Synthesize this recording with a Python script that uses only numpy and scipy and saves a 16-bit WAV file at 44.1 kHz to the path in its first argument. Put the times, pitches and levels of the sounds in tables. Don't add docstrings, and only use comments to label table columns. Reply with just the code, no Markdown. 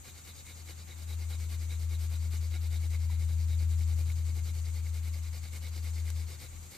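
import sys
import numpy as np
from scipy import signal
from scipy.fft import rfft, irfft, next_fast_len
from scipy.io import wavfile

SR = 44100
rng = np.random.default_rng(int(sys.argv[2]) if len(sys.argv) > 2 else 0)


def store_pcm(level_fs):
    pcm = np.round(np.clip(level_fs, -1, 1) * 32767).astype(np.int16)
    wavfile.write(sys.argv[1], SR, np.atleast_2d(pcm).T)


N = 298557


def drill():
    friction = spindle_motion(lateness=1.075, sharpness=1.56)
    judder = drift(34)
    rub = rubbing(friction, judder) * pan(left_db=0.5)
    catches = grains(per_s=3000, spread_db=4.0) * from_db(2.0 * judder)
    low = grumble(catches, friction) * pan(left_db=10.0)
    bright = (grit(catches, friction) + spindle_rings(catches)) * pan(left_db=-0.8)
    return hearth_board(rub + bright + low)


# frequency_hz, relative_db
RUB_SPECTRUM = [(150, 14.5), (340, 3), (520, 3.5), (1000, -1), (1400, -2), (1750, -2), (2900, 1),
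                (3400, 1.5), (5800, 1.5), (8600, 6), (11000, -3), (13000, 4), (14500, -4.5)]
# frequency_hz, correlation
RUB_STEREO = [(300, 0.99), (2200, 0.56), (6000, 0.51), (8500, 0.075), (11000, 0.63), (12700, 1),
              (14000, 0.082)]
def rubbing(friction, judder):
    gain = stroke_gain(level_db=-54.0, push_db=1.2, wear_db_per_s=0.22, follows=1.16)
    crumbs = np.abs(signal.lfilter([1], [1, -.9], grains(per_s=900, spread_db=0.5)))
    texture = rms_one(1 + 0.42 * rms_one(crumbs)) * from_db(judder)
    return stereo_noise(RUB_SPECTRUM, RUB_STEREO) * texture * gain * np.tanh(1.95 * friction)


def grit(catches, friction):
    band = signal.butter(2, [600, 3800], "band", fs=SR, output="sos")
    gain = stroke_gain(level_db=-64.5, push_db=8.0, wear_db_per_s=-0.56)
    return rms_one(signal.sosfilt(band, catches)) * gain * friction ** 2.2


# pitch_hz, width_hz, level_db, push_db, wear_db_per_s, right_lag_rad, lateness, sharpness
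SPINDLE_MODES = [(2108, 346, -65.5, 3.6, 0.7, 0.075, 0.98, 1.18),
                 (3797, 280, -65.5, 8.5, -0.3, 0.19, 1.44, 0.71),
                 (4720, 1140, -62, -4, 0.7, 0.87, 0.86, 0.81)]
def spindle_rings(catches):
    out = np.zeros((2, N))
    for hz, width, level_db, push_db, wear_db_per_s, lag_rad, lateness, sharpness in SPINDLE_MODES:
        drive = catches + 1.4 * grains(per_s=3500, spread_db=0.5)
        wobble = from_db(2.0 * drift(39))
        ring = rms_one(resonate(resonate(drive * wobble, hz, width), hz, 3.2 * width))
        ring *= stroke_gain(level_db, push_db, wear_db_per_s) * spindle_motion(lateness, sharpness)
        out += [ring, delay(ring, lag_rad / (2 * np.pi * hz))]
    return out


# pitch_hz, width_hz, relative_db
HOLLOW_MODES = [(349, 54, -8.5), (487, 87, -10), (798, 93, -13.5)]
def grumble(catches, friction):
    hollow = sum(rms_one(resonate(resonate(catches, hz, width), hz, 3.3 * width)) * from_db(db)
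                 for hz, width, db in HOLLOW_MODES)
    gain = stroke_gain(level_db=-59.0, push_db=1.0, wear_db_per_s=-0.1, follows=1.0)
    return hollow * gain * friction ** 1.6


# pitch_hz, lift_db
BOARD_MODES = [(506, 3), (807, -0.5), (1141, 6.5), (1431, 8.5), (1647, 7.5), (2142, 6), (2228, 9.5),
               (2422, 7.5), (2939, 8.5), (3600, 7), (3832, 1.5), (3940, 8), (4149, 8), (4425, 9.5),
               (4705, 5), (4884, 6.5), (5155, -3)]
def hearth_board(x, width_hz=31.2):
    out = x
    for hz, lift_db in BOARD_MODES:
        out = out + (from_db(lift_db) - 1) * np.pi * width_hz / SR * resonate(x, hz, width_hz)
    return out


# peak_s, pitch_hz, relative_db
SQUEAKS = [(0.292, 3750, -48), (0.689, 2150, -48), (0.912, 3800, -47), (1.13, 3830, -44),
           (1.336, 3970, -47), (1.545, 3780, -49), (1.943, 3900, -51), (2.157, 3900, -47),
           (2.542, 2120, -49), (2.567, 3846, -48), (2.954, 2160, -49), (3.101, 967, -47.5),
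           (4.102, 2226, -45), (4.868, 2175, -46), (5.656, 2200, -46), (5.777, 4120, -49),
           (6.081, 2076, -45.5)]
def bites(rise_s=0.0019, fall_s=0.0024):
    out = np.zeros(N)
    age = np.arange(-(SR // 50), SR // 50) / SR
    swell = np.exp(np.minimum(age / rise_s, -age / fall_s))
    for (s, hz, db), phase in zip(SQUEAKS, rng.uniform(0, 2 * np.pi, len(SQUEAKS))):
        start = int((s + age[0]) * SR)
        out[start:start + len(age)] += from_db(db + 1.5) * swell * np.sin(2 * np.pi * hz * age + phase)
    return out


def splinter(start_s=6.102, level_db=-31.5, t60_s=.010):
    age = np.arange(N) / SR - start_s
    burst = np.clip(age / .0003, 0, 1) * from_db(-60 * np.clip(age / t60_s, 0, 4))
    spectrum = [(400, -16), (1300, 3), (2300, -5), (4500, 1), (8500, 7), (11000, -6), (13500, 3.5)]
    return from_db(level_db) * burst * stereo_noise(spectrum, RUB_STEREO)


# time_s, strokes_done
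STROKE_COUNT = [(0.024, 0), (0.952, 9), (1.274, 12), (1.976, 19), (2.294, 22), (2.793, 27), (3.362, 33),
                (3.67, 36), (4.33, 43), (5.601, 56), (6.135, 61), (6.38, 63), (6.8, 67)]
def spindle_motion(lateness, sharpness):
    progress = in_time(STROKE_COUNT) % 1
    return np.abs(np.sin(np.pi * progress ** lateness)) ** sharpness


# time_s, pressure_db
HAND_PRESSURE = [(0.29, 0.35), (0.5, -1.5), (0.69, 1.6), (0.88, -1.5), (1.3, 1.6), (1.85, 0), (2.33, -0.1),
                 (2.55, 1.4), (3.1, 0), (3.4, -2.5), (3.95, 0.8), (4.2, -0.9), (5.2, -1.2), (5.75, 0.7),
                 (6.25, -1), (6.43, 2.1), (6.54, -6), (6.64, -6.5), (6.74, -0.5)]
# time_s, share_of_push_db
PUSH_SHARE = [(0, 0.7), (2.9, 0.72), (3.8, 0.63), (6.4, 0.17)]
def stroke_gain(level_db, push_db, wear_db_per_s, follows=1.15, uneven_db=1.6):
    times, done = np.transpose(STROKE_COUNT)
    strokes = np.arange(int(done[-1]))
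    middle_s = np.interp(strokes + .5, done, times)
    pressure_db = np.interp(middle_s, *np.transpose(HAND_PRESSURE))
    accent = (.5 - strokes % 2) * np.interp(middle_s, *np.transpose(PUSH_SHARE))
    wear_db = wear_db_per_s * (middle_s - 3.4)
    chance_db = uneven_db * rng.standard_normal(len(strokes))
    gains = from_db(level_db + follows * pressure_db + push_db * accent + wear_db + chance_db)
    return gains[in_time(STROKE_COUNT).astype(int)]


def grains(per_s, spread_db):
    sizes = from_db(spread_db * np.minimum(rng.exponential(1, N), 4)) * rng.choice([-1, 1], N)
    return rms_one(sizes * (rng.random(N) < per_s / SR))


def trunk_echoes(x, count=10):
    dull = signal.sosfilt(signal.butter(1, 6000, fs=SR, output="sos"), x)
    out = np.zeros((2, N))
    for k, lag_s in enumerate(np.geomspace(.007, .09, count)):
        lag = int(lag_s * SR)
        out[k % 2, lag:] += dull[k % 2, :-lag] * from_db(-110 * lag_s)
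    return out


# time_s, firing_hz
FIRING_RATE = [(0, 82.5), (0.6, 81.4), (1.7, 80.6), (2.7, 80.77), (3.9, 80.57), (6.3, 80.47), (6.77, 82.3)]
# time_s, relative_db
ENGINE_SWELL = [(0.0, -51), (0.53, -53), (0.6, -45), (0.87, -47.5), (1.15, -35.5), (1.68, -35),
                (1.87, -32.5), (2.56, -32.5), (3.73, -28), (4.6, -33.5), (4.94, -33), (5.32, -36),
                (5.47, -41), (6.05, -32.5), (6.2, -33.5), (6.39, -47.5), (6.6, -44.5), (6.77, -56)]
def engine():
    db = in_time(ENGINE_SWELL)
    phase = 2 * np.pi * np.cumsum(in_time(FIRING_RATE)) / SR
    flutter = 0.0006 * drift(7.4)
    tone = (from_db(db - 0.28) + flutter) * np.sin(phase) * np.sqrt(2)
    octave = from_db(-47 + 0.62 * db + 2.8 * drift(0.94)) * np.sin(2 * phase) * np.sqrt(2)
    return (tone + octave + engine_rumble(delay(db, lag_s=0.24))) * pan(left_db=4.7)


# frequency_hz, relative_db
RUMBLE_SPECTRUM = [(20, -37), (40, -17), (62, 2), (95, -1.5), (135, -2.5), (180, -17), (260, -25),
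                   (600, -58)]
def engine_rumble(swell_db):
    gain = from_db(-61.0) + from_db(-2.0 + 1.674 * swell_db)
    return gain * stereo_noise(RUMBLE_SPECTRUM, FOREST_STEREO)


# frequency_hz, relative_db
INSECT_SPECTRUM = [(4500, -27.5), (5900, -9.5), (6600, -3), (7100, 0.5), (7800, -5), (8130, 1),
                   (8700, -10.5), (9800, -14), (12000, -28)]
# frequency_hz, correlation
INSECT_STEREO = [(6200, 0.23), (7400, -0.56), (8300, -0.45)]
def insects():
    gain = from_db(-56.5 + 1.37 * drift(19))
    return gain * stereo_noise(INSECT_SPECTRUM, INSECT_STEREO) * pan(left_db=2.0)


# frequency_hz, relative_db
AIR_SPECTRUM = [(25, -3), (60, 23), (200, 13.5), (330, 9.5), (500, 1.5), (1200, 5), (1700, 1), (2300, 4),
                (3300, -0.5), (4200, 0.5), (5600, -9), (11000, -8), (13500, 1.5), (15000, -14.5)]
# frequency_hz, correlation
FOREST_STEREO = [(50, 0.63), (150, 0.26), (400, 0.2), (2000, 0.11), (6000, 0.09), (11000, 1), (14000, 0.15)]
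def forest_air():
    return from_db(-57.0) * stereo_noise(AIR_SPECTRUM, FOREST_STEREO) * pan(left_db=1.0)


def air_puff(peak_s=6.57, half_length_s=0.067, level_db=-49):
    swell = np.exp(-((np.arange(N) / SR - peak_s) / half_length_s) ** 2)
    spectrum = [(18, -25), (30, -3), (42, 0), (65, -8), (120, -30), (400, -60)]
    return from_db(level_db) * swell * stereo_noise(spectrum, FOREST_STEREO)


def from_db(db):
    return 10 ** (np.asarray(db) / 20)


def rms_one(x):
    return x / np.sqrt(np.mean(x ** 2) + 1e-20)


def pan(left_db):
    return from_db(np.array([[left_db], [-left_db]]) / 2)


def delay(x, lag_s):
    return np.interp(np.arange(N) - lag_s * SR, np.arange(N), x)


def in_time(curve):
    return np.interp(np.arange(N) / SR, *np.transpose(curve))


def per_bin(points, size):
    hz, value = np.transpose(points)
    return np.interp(np.log(np.arange(size // 2 + 1) * SR / size + 1), np.log(hz), value)


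def drift(rate_hz):
    step, settle = 40, 2000
    r = np.exp(-2 * np.pi * rate_hz * step / SR)
    slow = signal.lfilter([1], [1, -2 * r, r * r], rng.standard_normal(N // step + settle + 2))[settle:]
    return np.interp(np.arange(N) / step, np.arange(len(slow)), rms_one(slow))


def stereo_noise(spectrum, correlation):
    size = next_fast_len(N)
    mid, side = rfft(rng.standard_normal((2, size))) * from_db(per_bin(spectrum, size))
    alike = np.clip(per_bin(correlation, size), -1, 1)
    left_right = np.sqrt(1 + alike) * mid + np.sqrt(1 - alike) * side * [[1], [-1]]
    return rms_one(irfft(left_right, size)[:, :N])


def resonate(x, hz, width_hz):
    r = np.exp(-np.pi * width_hz / SR)
    return signal.lfilter([1, 0, -1], [1, -2 * r * np.cos(2 * np.pi * hz / SR), r * r], x + 1e-18)


def scene():
    wood = drill() + bites() + splinter()
    echoes = from_db(-19.5) * trunk_echoes(wood)
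    return wood + echoes + engine() + forest_air() + insects() + air_puff()


def record(dry):
    return signal.sosfilt(signal.ellip(10, .1, 80, 14600, fs=SR, output="sos"), dry)


dry = scene()
out = record(dry)
store_pcm(out)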